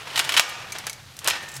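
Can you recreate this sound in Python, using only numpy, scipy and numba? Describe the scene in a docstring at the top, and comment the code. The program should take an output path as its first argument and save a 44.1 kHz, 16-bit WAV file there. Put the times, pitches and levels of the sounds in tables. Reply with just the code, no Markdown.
"""In a hard-walled workshop, close to a banding machine, metal parts clack in three bursts.
Each impact excites the damped modes of panels and frame; heavy blows set a steel tube ringing.
Light ticks and the pings of a small steel part fall between, and a loose fitting rattles near the end.
A load rubs and knocks along a roller conveyor over a low motor hum and steady air noise.
The hall reverberates with the impacts, and a limiter ducks the sound after the hardest blow."""
import sys
import numpy as np
from scipy import signal
from scipy.fft import rfft, irfft
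from scipy.io import wavfile
from scipy.ndimage import uniform_filter1d
from numba import njit

SR = 44100
rng = np.random.default_rng(int(sys.argv[2]) if len(sys.argv) > 2 else 0)


def transcribe(signal):
    """Save signal, clipped to [-1, 1], as a 16-bit WAV file at the path in sys.argv[1]."""
    frames = np.atleast_2d(signal).T
    limited = np.clip(frames, -1, 1)
    pcm = np.round(limited * 32767).astype(np.int16)
    wavfile.write(sys.argv[1], SR, pcm)


N = 70560
T = np.arange(N) / SR

# motor tones: (frequency [Hz], level [dB])
HUM_TONES = [(101, -85), (133, -58.5)]
# air noise: (frequency [Hz], relative density [dB])
AIR_SPECTRUM = [(20, 1), (55, 6.5), (110, 18.5), (220, 8), (330, -1.5), (1300, -18), (4000, 0.5),
                (8000, -8.5), (13000, -10.5), (16000, -26)]
# envelope of the sliding load: (time [s], level [dB])
SLIDE_ENVELOPE = [(0, -34.5), (0.04, -44), (0.075, -37), (0.15, -34.5), (0.28, -34), (0.42, -30.5),
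                  (0.56, -42.5), (0.70, -42.5), (0.83, -41), (0.97, -52.5), (1.21, -51), (1.262, -32),
                  (1.40, -41), (1.53, -43.5), (1.6, -46)]
# friction noise: (frequency [Hz], relative density [dB])
SLIDE_SPECTRUM = [(100, -32), (300, -1), (650, 4), (1300, 4.5), (3000, 3.5), (6000, -7), (10000, -14),
                  (16000, -26)]
# metal impacts: (time [s], crack [dB], panel [dB], frame [dB], bass shelf [dB], treble shelf [dB])
CLACKS = [(0.1023, -41, -37, -33, -13, -22), (0.158, -22.5, -25, -23, 0, -8),
          (0.1628, -38, -24.5, -26, -15, 2.5), (0.1756, -14.5, -20.5, -20, -7, -5),
          (0.179, -28, -28.5, -31, -14, 9.5), (0.1925, -13.5, -19, -33, -7, 2),
          (0.1972, -11.5, -28.5, -21, 1.5, 0), (0.2428, -44, -31, -33, -14, 2.5),
          (0.249, -28.5, -33, -42, -14, 2), (0.2921, -21, -20, -18.5, -2.5, -1),
          (0.3209, -39, -26, -24, 5, 5.5), (0.3404, -47, -19.5, -24, 2, -4),
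          (0.3656, -17, -13.5, -13, -4, -6.5), (0.3723, -31, -14.5, -25, -7, 1.5),
          (0.3765, -14, -16, -16.5, 0.5, -14), (0.396, 2.5, -8, -10.5, -0.5, 2),
          (1.2643, -35, -34.5, -50, 15.5, -7), (1.275, -22, -25, -44, 11.5, 14),
          (1.2838, -17.5, -27.5, -52, 4.5, 10), (1.3012, -21, -24.5, -44, -12, 2.5),
          (1.308, -18.5, -26, -19, -4, -17)]
# crack and panel ring: (frequency [Hz], relative density [dB])
CLACK_SPECTRUM = [(50, -57), (330, -18), (600, -20), (1000, -1), (1800, -3), (3000, 1.5), (4700, -4),
                  (8800, -10), (12000, -13.5), (16000, -25.5)]
# modes of the machine frame: (frequency [Hz], relative level [dB], T60 [s])
FRAME_MODES = [(1558, -2, 0.066), (1831, 5, 0.053), (2280, 6, 0.043), (2468, 2, 0.064), (2920, 1, 0.047),
               (2974, 10.5, 0.04), (3267, 5, 0.087), (3560, -9, 0.081), (3880, -3, 0.087), (4180, -2, 0.11),
               (5400, 0, 0.061), (7420, -9, 0.051)]
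# reverberation: (frequency [Hz], relative density [dB])
ROOM_SPECTRUM = [(100, -11), (350, 1), (650, -1), (1400, 3), (3000, -1), (6000, 2), (9000, -4), (16000, -7)]
# resonances of the struck spots: (time [s], level [dB], centre frequency [Hz])
SPOT_RESONANCES = [(0.158, -29, 3370), (0.1752, -21, 890), (0.196, -13, 3360), (0.1972, -30, 860),
                   (0.396, -12, 649), (0.3962, -5, 2300), (1.275, -22, 646), (1.281, -20, 1020),
                   (1.3005, -35, 3260), (1.308, -16, 2930)]
# blows on the tube: (time [s], level [dB])
TUBE_BLOWS = [(0.397, -41), (1.308, -31)]
# modes of the tube: (frequency [Hz], relative level [dB], T60 [s])
TUBE_MODES = [(1810, -2, 2.2), (1913, 2, .5), (2664, 2.5, .38), (2798, -.5, .3), (2930, -4, .3),
              (5138, 2, .28)]
# light contacts: (time [s], level [dB])
TICKS = [(0.492, -27.5), (0.498, -29.5), (0.785, -27), (0.868, -23.5), (1.167, -36.5), (1.1902, -29),
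         (1.245, -26), (1.5652, -30.5)]
# a light contact: (frequency [Hz], relative density [dB])
TICK_SPECTRUM = [(200, -26), (1000, -8), (2200, -0.5), (4000, 4), (7000, 4.5), (9500, 2), (13000, -1.5),
                 (16000, -15)]
# blows on the small steel part: (time [s], ring level [dB], tick level [dB], pitch [ratio])
PINGS = [(0.7213, -45, -28, 0.95), (0.7243, -26, -48, 1.02), (0.8968, -28, -26, 0.982),
         (0.930, -37.5, -32, 0.985)]
# modes of the small part: (frequency [Hz], relative level [dB], T60 [s])
PING_MODES = [(2262, 4, 0.045), (4090, -3, 0.042), (6120, 2.5, 0.037), (6540, -9, 0.098),
              (8130, -1.5, 0.033), (9600, -6, 0.036), (11400, -11, 0.055), (14200, -16, .05)]
# contacts of load and conveyor: (time [s], level [dB])
KNOCKS = [(0.751, -28.5), (0.759, -30.5), (0.793, -36), (0.838, -35.5), (0.867, -25.5), (0.88, -42),
          (1.332, -25), (1.352, -26.5)]
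# a dull knock: (frequency [Hz], relative density [dB])
KNOCK_SPECTRUM = [(100, 1), (350, -3), (650, 0.5), (1500, 1.5), (3500, -2), (7000, -13), (16000, -35)]
# contacts of the loose fitting: (time [s], level [dB])
RATTLES = [(1.137, -54), (1.426, -42), (1.486, -36.5), (1.515, -39), (1.539, -36), (1.553, -38),
           (1.565, -34)]
# resonances of the fitting: (frequency [Hz], relative density [dB])
RATTLE_SPECTRUM = [(500, -28), (2200, -1), (4200, -5), (5400, 0.5), (7500, 6), (9000, -1.5), (16000, -10)]


def undb(db):
    """Amplitude ratio of a level in decibels."""
    return 10 ** (np.asarray(db) / 20)


def decay(t60, hold_s=0):
    """Exponential decay: unity until hold_s, then 60 dB down in every t60 seconds."""
    return np.exp(-np.log(1000) * np.maximum(T - hold_s, 0) / t60)


def at(start, x):
    """Time shift of a sound to its onset."""
    return np.concatenate([np.zeros(int(start * SR)), x])[:N]


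def butterworth(x, order, hz, kind):
    """Filtering with a maximally flat passband."""
    return signal.sosfilt(signal.butter(order, hz, kind, fs=SR, output="sos"), x)


def match_energy(x, envelope):
    """Normalisation of a burst to the energy of an envelope."""
    return x * np.sqrt(np.sum(envelope ** 2) / np.sum(x ** 2))


def wander(rate_hz):
    """Smooth random fluctuation of unit standard deviation."""
    width = int(SR / rate_hz)
    steps = np.repeat(rng.standard_normal(N // width + 1), width)
    smooth = uniform_filter1d(uniform_filter1d(steps, width), width)[:N]
    return smooth / smooth.std()


def noise(spectrum):
    """Spectral shaping of white noise, at an rms near 1."""
    hz, db = np.array(spectrum).T
    gain = undb(np.interp(np.log(np.fft.rfftfreq(N, 1 / SR) + 1), np.log(hz), db))
    gain /= np.sqrt(np.mean(gain ** 2))
    return irfft(rfft(rng.standard_normal(N)) * gain, N)


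def dense_ring(spectrum, t60, damping):
    """Overlapping modes act as decaying noise; t60 holds at 2 kHz and goes as frequency ** -damping."""
    bins = rfft(noise(spectrum))
    octave = np.clip(np.log2((np.fft.rfftfreq(N, 1 / SR) + 1) / 2000), -3, 3)
    out = 0
    for k in range(-3, 4):
        band = irfft(bins * np.maximum(1 - abs(octave - k), 0), N)
        out += band * decay(t60 * 2 ** (-k * damping))
    return out


def ring(modes, detune=0):
    """Modal superposition: damped sinusoids of random phase, with an initial rms near 1."""
    out = 0
    for hz, db, t60 in modes:
        hz *= 1 + detune * rng.standard_normal()
        out += undb(db) * decay(t60) * np.sin(2 * np.pi * (hz * T + rng.random()))
    return out / np.sqrt(sum(undb(db) ** 2 for _, db, _ in modes) / 2)


def air(level_db=-49.5):
    """Stationary broadband noise of the air, strongest in the bass."""
    return undb(level_db) * noise(AIR_SPECTRUM)


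def motor_hum(drift_hz=4.76, waver_db=4.5):
    """Random frequency and amplitude modulation makes the motor's tones waver."""
    out = 0
    for hz, db in HUM_TONES:
        phase = 2 * np.pi * np.cumsum(hz + drift_hz * wander(15)) / SR
        out += np.sqrt(2) * undb(db + waver_db * wander(15.5)) * np.sin(phase)
    return out


def sliding_load(roughness_db=2):
    """Uneven sliding friction on the conveyor radiates noise of fluctuating level."""
    times, db = np.array(SLIDE_ENVELOPE).T
    return noise(SLIDE_SPECTRUM) * undb(np.interp(T, times, db) + roughness_db * wander(rate_hz=130))


def clacks(bass_hz=1090, treble_hz=6400):
    """Impact excitation: metal meets metal with a crack, then panels and frame vibrate freely."""
    contact = decay(t60=0.0049, hold_s=0.0012)
    out = 0
    for start, crack_db, panel_db, frame_db, bass_db, treble_db in CLACKS:
        crack = undb(crack_db) * match_energy(noise(CLACK_SPECTRUM) * contact, contact)
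        panel = undb(panel_db) * dense_ring(CLACK_SPECTRUM, t60=0.095, damping=0.084)
        frame = undb(frame_db) * ring(FRAME_MODES, detune=0.006)
        blow = crack + panel + frame
        bass_shelf = (undb(bass_db) - 1) * butterworth(blow, 1, bass_hz, "low")
        treble_shelf = (undb(treble_db) - 1) * butterworth(blow, 1, treble_hz, "high")
        out += at(start, blow + bass_shelf + treble_shelf)
    return butterworth(out, 2, 170, "high")


def workshop_echo(x, build_s=0.0012):
    """Diffuse reverberation: convolution with the hall's impulse response, scaled to unit energy."""
    response = dense_ring(ROOM_SPECTRUM, t60=0.76, damping=0.29) * (1 - np.exp(-T / build_s))
    return signal.fftconvolve(x, response / np.sqrt(np.sum(response ** 2)))[:N]


def spot_resonances(width_octaves=0.61):
    """Heavy damping broadens a resonance: struck panels give brief hollow knocks and bright bites."""
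    envelope = decay(t60=0.023)
    out = 0
    for start, db, hz in SPOT_RESONANCES:
        edges_hz = hz * 2 ** (np.array([-0.5, 0.5]) * width_octaves)
        burst = butterworth(rng.standard_normal(N) * envelope, 3, edges_hz, "band")
        out += at(start, undb(db) * match_energy(burst, envelope))
    return out


def steel_tube(touch_s=1.58):
    """Lightly damped modes ring on after heavy blows until a touch adds damping."""
    ringing = sum(at(start, undb(db) * ring(TUBE_MODES)) for start, db in TUBE_BLOWS)
    return ringing * decay(t60=0.3, hold_s=touch_s)


def tick(tail_db=-9.5):
    """A short contact has a wide spectrum: one bright click with a faint tail."""
    return noise(TICK_SPECTRUM) * (decay(t60=0.011) + undb(tail_db) * decay(t60=0.078))


def pings():
    """Free vibration of a small steel part after a tick; its pitch depends on how it is held."""
    out = 0
    for start, ring_db, tick_db, pitch in PINGS:
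        modes = [(hz * pitch, db, t60) for hz, db, t60 in PING_MODES]
        out += at(start, undb(ring_db) * ring(modes) + undb(tick_db) * tick())
    return out


def knocks(attack_s=0.0012):
    """Soft contacts excite little treble: the load knocks dully on the conveyor."""
    envelope = (1 - np.exp(-T / attack_s)) * decay(t60=0.092)
    out = sum(at(start, undb(db) * noise(KNOCK_SPECTRUM) * envelope) for start, db in KNOCKS)
    return butterworth(out, 2, 374, "high")


def rattles(attack_s=0.00055):
    """Intermittent contact excites the broad resonances of a loose fitting."""
    envelope = (1 - np.exp(-T / attack_s)) * decay(t60=0.077)
    return sum(at(start, undb(db) * noise(RATTLE_SPECTRUM) * envelope) for start, db in RATTLES)


def scene(heavy_echo_db=-14.5, light_echo_db=-16):
    """Superposition of the direct sounds and the echo of the impacts at one microphone."""
    heavy = clacks() + spot_resonances() + knocks()
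    ticks = sum(at(start, undb(db) * tick()) for start, db in TICKS)
    light = ticks + pings() + rattles()
    echo = workshop_echo(undb(heavy_echo_db) * heavy + undb(light_echo_db) * light)
    return (heavy + light + echo + steel_tube() + sliding_load() + air() + motor_hum())[None]


@njit
def peak_envelope(rectified, attack_s, release_s):
    """Envelope detection: a first-order lag with separate rise and fall time constants."""
    attack = 1 - np.exp(-1 / (attack_s * SR))
    release = 1 - np.exp(-1 / (release_s * SR))
    out, level = np.empty(len(rectified)), 0.0
    for i, sample in enumerate(rectified):
        level += (sample - level) * (attack if sample > level else release)
        out[i] = level
    return out


def record(dry, threshold_db=-2.5, cutoff_hz=15900):
    """Peak limiting lowers the gain after the hardest blow; overshoot clips, and the top is cut."""
    peak = peak_envelope(np.abs(dry[0]), attack_s=0.00016, release_s=0.2)
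    reduction = np.maximum(peak / undb(threshold_db), 1)
    limited = np.clip(dry / reduction, -1, 1)
    return signal.sosfilt(signal.ellip(10, 0.2, 85, cutoff_hz, fs=SR, output="sos"), limited)


dry = scene()
out = record(dry)
transcribe(out)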